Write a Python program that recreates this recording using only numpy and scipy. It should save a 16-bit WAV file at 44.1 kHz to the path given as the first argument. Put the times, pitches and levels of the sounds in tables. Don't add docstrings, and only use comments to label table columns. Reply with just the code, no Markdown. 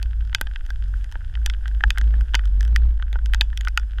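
import sys
import numpy as np
from scipy import signal
from scipy.fft import rfft, irfft, next_fast_len
from scipy.io import wavfile
from scipy.ndimage import map_coordinates

SR = 44100
rng = np.random.default_rng(int(sys.argv[2]) if len(sys.argv) > 2 else 0)


def int16_out(signal):
    q = np.round(np.clip(np.atleast_2d(signal).T, -1, 1) * 32767)
    wavfile.write(sys.argv[1], SR, q.astype(np.int16))


N = 176400


def amp(db):
    return 10 ** (np.asarray(db) / 20)


def unit(x):
    return x / np.sqrt(np.mean(x ** 2) + 1e-20)


def curve(rows):
    return np.interp(np.arange(N) / SR, *np.transpose(rows))


def wobble(per_s):
    points = rng.standard_normal(int(N * per_s / SR) + 4)
    return map_coordinates(points, [np.arange(N) * per_s / SR])


def coloured(x, eq):
    size = 2 * next_fast_len(N)
    hz, db = np.transpose(eq)
    gain_db = np.interp(np.log(np.fft.rfftfreq(size, 1 / SR) + 1), np.log(hz), db)
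    cepstrum = irfft(np.log(amp(gain_db)), size)
    cepstrum[1:size // 2] *= 2
    cepstrum[size // 2 + 1:] = 0
    return unit(irfft(rfft(x, size) * np.exp(rfft(cepstrum)), size)[:N])


def ring(modes, t, detune, spread_db=4):
    hz, db, t60 = np.transpose(modes)[:, :, None]
    sharper, louder = rng.standard_normal((2, len(modes), 1))
    envelopes = amp(db + spread_db * louder) * 1000 ** (-t / t60)
    return np.sum(envelopes * np.sin(2 * np.pi * hz * (1 + detune * sharper) * t), axis=0)


def add(track, s, sound):
    part = track[max(round(s * SR), 0):][:len(sound)]
    part += sound[:len(part)]


def chair_shudder():
    # t/s, level/dB
    swell = [(0, -23), (.26, -22), (.37, -34.5), (.58, -36), (.82, -22.5), (.93, -21), (1.1, -34.5),
             (1.24, -38.5), (1.4, -18.5), (1.55, -21), (1.6, -28), (1.77, -18.5), (1.81, -29.5),
             (1.87, -11.5), (1.94, -26), (2, -15), (2.22, -14.5), (2.27, -27.5), (2.34, -19.5),
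             (2.52, -19.5), (2.57, -16), (2.8, -13), (2.92, -16), (2.99, -29.5), (3.28, -17), (3.52, -22.5),
             (3.94, -24.5), (4, -19)]
    # t/s, f/Hz
    shake_rate = [(.3, 53.06), (1.0, 46.94), (1.4, 54), (1.8, 48.78), (2.2, 55.13), (2.45, 47.36),
                  (2.72, 55.11), (4, 51)]
    # f/Hz, level/dB
    buzz_eq = [(70, -4.5), (140, 1), (300, -17), (700, -24.5), (1500, -29), (4000, -36.5), (12000, -81)]
    waver_db, waver_hz, buzz_db, buzz_growth = 0.8, 1.56, -25.5, 2.02
    level = amp(curve(swell) + waver_db * wobble(per_s=22.3))
    hz = curve(shake_rate) + waver_hz * wobble(per_s=18)
    phase = 2 * np.pi * np.cumsum(hz) / SR
    buzz = coloured(rng.standard_normal(N) * (1 + np.sin(phase)) ** 2, buzz_eq)
    buzz_level = amp(buzz_db) * level.max() * (level / level.max()) ** buzz_growth
    return level * np.sqrt(2) * np.sin(phase) + buzz_level * buzz


def wind():
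    # f/Hz, level/dB
    rumble_eq = [(8, -6.5), (31, -1), (68, -20.5), (100, -39.5), (400, -53), (900, -55.5), (2000, -78),
                 (16000, -110)]
    level_db = -28 + 1.9 * wobble(per_s=5.2)
    return amp(level_db) * coloured(rng.standard_normal(N), rumble_eq)


def frame_drone():
    # f/Hz, width/Hz, rms level/dB
    resonances = [(46.74, 7.1, -34), (61.5, 6.9, -36.5), (90.7, 4.99, -44)]
    out, f = np.zeros(N), np.fft.rfftfreq(N, 1 / SR)
    for hz, width, db in resonances:
        spectrum = rfft(rng.standard_normal(N)) / (1 + ((f - hz) / width * 2) ** 2) ** 2
        out += amp(db) * unit(irfft(spectrum, N))
    return out


def snow_patter():
    # f/Hz, level/dB
    snow_eq = [(300, -28), (880, -17.5), (1080, -20), (1530, 0), (2220, -18), (3200, -10), (4200, -21.5),
               (4850, -18), (5080, -13), (5350, -21.5), (6600, -21.5), (9800, -23), (13500, -31.5),
               (16000, -75.5)]
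    # t/s, level/dB
    flurries = [(0, -55), (.93, -53), (.97, -48.5), (1.08, -54), (2.25, -52.5), (3.0, -58.5), (3.68, -55),
                (4, -56.5)]
    flakes_per_s, centre_hz, spread_octaves, ring_cycles = 120, 2636, 1.38, 4
    hiss = coloured(rng.standard_normal(N), snow_eq)
    flakes, t = np.zeros(N), np.arange(SR // 100) / SR
    for when, size, up, down in rng.random((int(flakes_per_s * N / SR), 4)):
        hz = centre_hz * 2 ** (spread_octaves * (up - down))
        db = 7 * min(-np.log(1 - size), 3)
        envelope = amp(db) * 1000 ** (-t * hz / ring_cycles)
        add(flakes, when * N / SR, envelope * np.sin(2 * np.pi * hz * t))
    return amp(curve(flurries)) * (amp(-1.5) * coloured(flakes, snow_eq) + amp(-7.5) * hiss)


def case_hit(colour_db, spot_hz=3067, soft=False):
    # f/Hz, level/dB, t60/s
    case_modes = [(247, -7, 0.044), (490, -1.5, 0.004), (887, 9.5, 0.024), (1578, 9.5, 0.021),
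                  (1871, 11, 0.0092), (2545, -1, 0.011), (4794, 4, 0.0045), (5934, -1, 0.012),
                  (10490, -18, 0.0099), (13100, -17.5, .004)]
    # low edge/Hz, high edge/Hz
    band_edges = [(1180, 2000), (170, 1000), (2300, 4000), (4300, 8000), (8500, 15000)]
    grit, grit_t60_s, soft_cutoff_hz = 0.06, 0.01, 920
    spot_db, spot_t60_s = 14.5, 0.006
    t = np.arange(SR // 12) / SR
    contact = grit * rng.standard_normal(len(t)) * 1000 ** (-t / grit_t60_s)
    contact[0] = 1
    if soft:
        contact = signal.sosfilt(signal.butter(1, soft_cutoff_hz, fs=SR, output='sos'), contact)
    shell = ring(case_modes, t, detune=0.048)
    spot = ring([(spot_hz, spot_db, spot_t60_s)], t, detune=0)
    struck = signal.fftconvolve(contact, shell + spot)[:len(t)]
    hit = np.zeros(len(t))
    for edges, gain in zip(band_edges, amp([0, *colour_db])):
        band = signal.sosfilt(signal.butter(3, edges, 'bandpass', fs=SR, output='sos'), struck)
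        hit += gain * band / np.linalg.norm(band)
    return np.sqrt(.005 * SR) * hit


def fitting_rattle():
    # f/Hz, level/dB, t60/s
    metal_modes = [(928, -1, 0.078), (1520, -4, 0.02), (2550, 3.5, 0.075), (2970, -4, 0.12),
                   (3520, -4.5, 0.16), (3650, -14, 0.13), (4630, -0.5, 0.06), (4910, -14, 0.11),
                   (5670, -11, 0.11), (7030, -6.5, 0.07)]
    t = np.arange(SR // 6) / SR
    return sum(ring(metal_modes, t, detune=0.022) for _ in range(3))


def hard_clicks():
    # t/s, body level/dB, then against the body thud/dB, bite/dB, snap/dB, crack/dB; spot f/Hz
    cues = [(0.0284, -47.5, -1, 11.5, 8, 0.5, 3180), (0.3482, -19.5, -20.5, 3, -2.5, -15, 3200),
            (0.4122, -20.5, -10, -8, -10.5, -8.5, 3180), (0.704, -30.5, -17.5, -11.5, -13, -25.5, 3400),
            (1.4613, -30.5, -11.5, 6, 3.5, -3, 3200), (1.499, -33, -23, 3.5, -4.5, -23, 3260),
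            (1.905, -25, -18.5, 5, -5, -14, 3060), (1.9833, -28, -20, -5, -9, -11.5, 3240),
            (2.013, -31.5, -17.5, -8.5, -12, -30, 3230), (2.352, -26, -22, 6.5, 3, -11, 2880),
            (2.6082, -33.5, -37, -8, -3.5, -19.5, 3137), (2.7612, -19.5, -48.5, -4.5, -8.5, -20.5, 3110),
            (3.129, -41.5, -4, 3.5, -8.5, -15, 3434), (3.2592, -40, -21, 2.5, -1.5, -12.5, 3040),
            (3.336, -24, -26, -2.5, -18, -21, 2991), (3.346, -24.5, -18, -5, -6, -22, 3211),
            (3.4105, -30, -3, 17, 3.5, -7.5, 3800), (3.5744, -41, -21, 11, 5, -4, 3246),
            (3.6097, -36.5, -17, 1.5, -4.5, -13, 3210), (3.6836, -35.5, -13, -0.5, -1.5, -12, 5330),
            (3.7751, -15.5, -63, -2.5, -12.5, -22, 2655), (3.7973, -40, -16, -11, -8, -23, 3165)]
    out, fitting_db = np.zeros(N), -27
    for s, db, thud, bite, snap, crack, spot_hz in cues:
        add(out, s, amp(db) * case_hit([thud, bite, snap, crack], spot_hz))
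        add(out, s, amp(db + fitting_db + (bite + snap) / 2) * fitting_rattle())
    return out


def soft_taps():
    # t/s, body level/dB, then against the body thud/dB, bite/dB
    cues = [(0.329, -38.5, -33, -3), (0.4704, -37, -13, -1), (0.5596, -33, -32, -1),
            (1.1551, -33.5, -8.5, -14), (1.3532, -40.5, -29, 4.5), (1.5371, -42.5, -30, 3.5),
            (1.657, -32.5, -35, -10.5), (1.8073, -28.5, -19, -13.5), (1.8379, -11.5, -28.5, -11.5),
            (1.9748, -25.5, -22, -9.5), (2.1398, -37, -9.5, -15), (2.337, -34.5, -30, -2),
            (2.344, -18.5, -13, -2), (2.3552, -26.5, -13.5, 0), (2.3927, -33, -18, -6),
            (2.9984, -40.5, -12.5, -15), (3.0245, -31.5, -18.5, -5.5), (3.1567, -30.5, -7, -18),
            (3.1887, -39.5, -22, -12), (3.415, -24, -19, -4.5), (3.5295, -39.5, -21, -10.5),
            (3.6732, -21, -28.5, -12.5), (3.9846, -34.5, -13, -6)]
    out = np.zeros(N)
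    for s, db, thud, bite in cues:
        snap, crack = bite - 17.5, bite - 34.5
        add(out, s, amp(db) * case_hit([thud, bite, snap, crack], soft=True))
    return out


def ice_ticks():
    # t/s, body level/dB
    cues = [(0.6636, -47.5), (1.0433, -47), (1.115, -49), (1.1235, -43.5), (1.6797, -41.5), (2.2095, -45),
            (2.4552, -43.5), (2.6292, -42), (2.6507, -43.5), (2.6782, -46.5), (3.6498, -40)]
    # thud/dB, bite/dB, snap/dB, crack/dB
    colour_db = [-16, -1, -5.5, -13.5]
    out = np.zeros(N)
    for s, db in cues:
        add(out, s, amp(db) * case_hit(colour_db))
    return out


def scene():
    hits = hard_clicks() + soft_taps() + ice_ticks()
    return (hits + chair_shudder() + wind() + frame_drone() + snow_patter())[None]


def record(dry):
    cutoff_hz = 16200
    return signal.sosfilt(signal.ellip(10, .1, 90, cutoff_hz, fs=SR, output='sos'), dry)


dry = scene()
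out = record(dry)
int16_out(out)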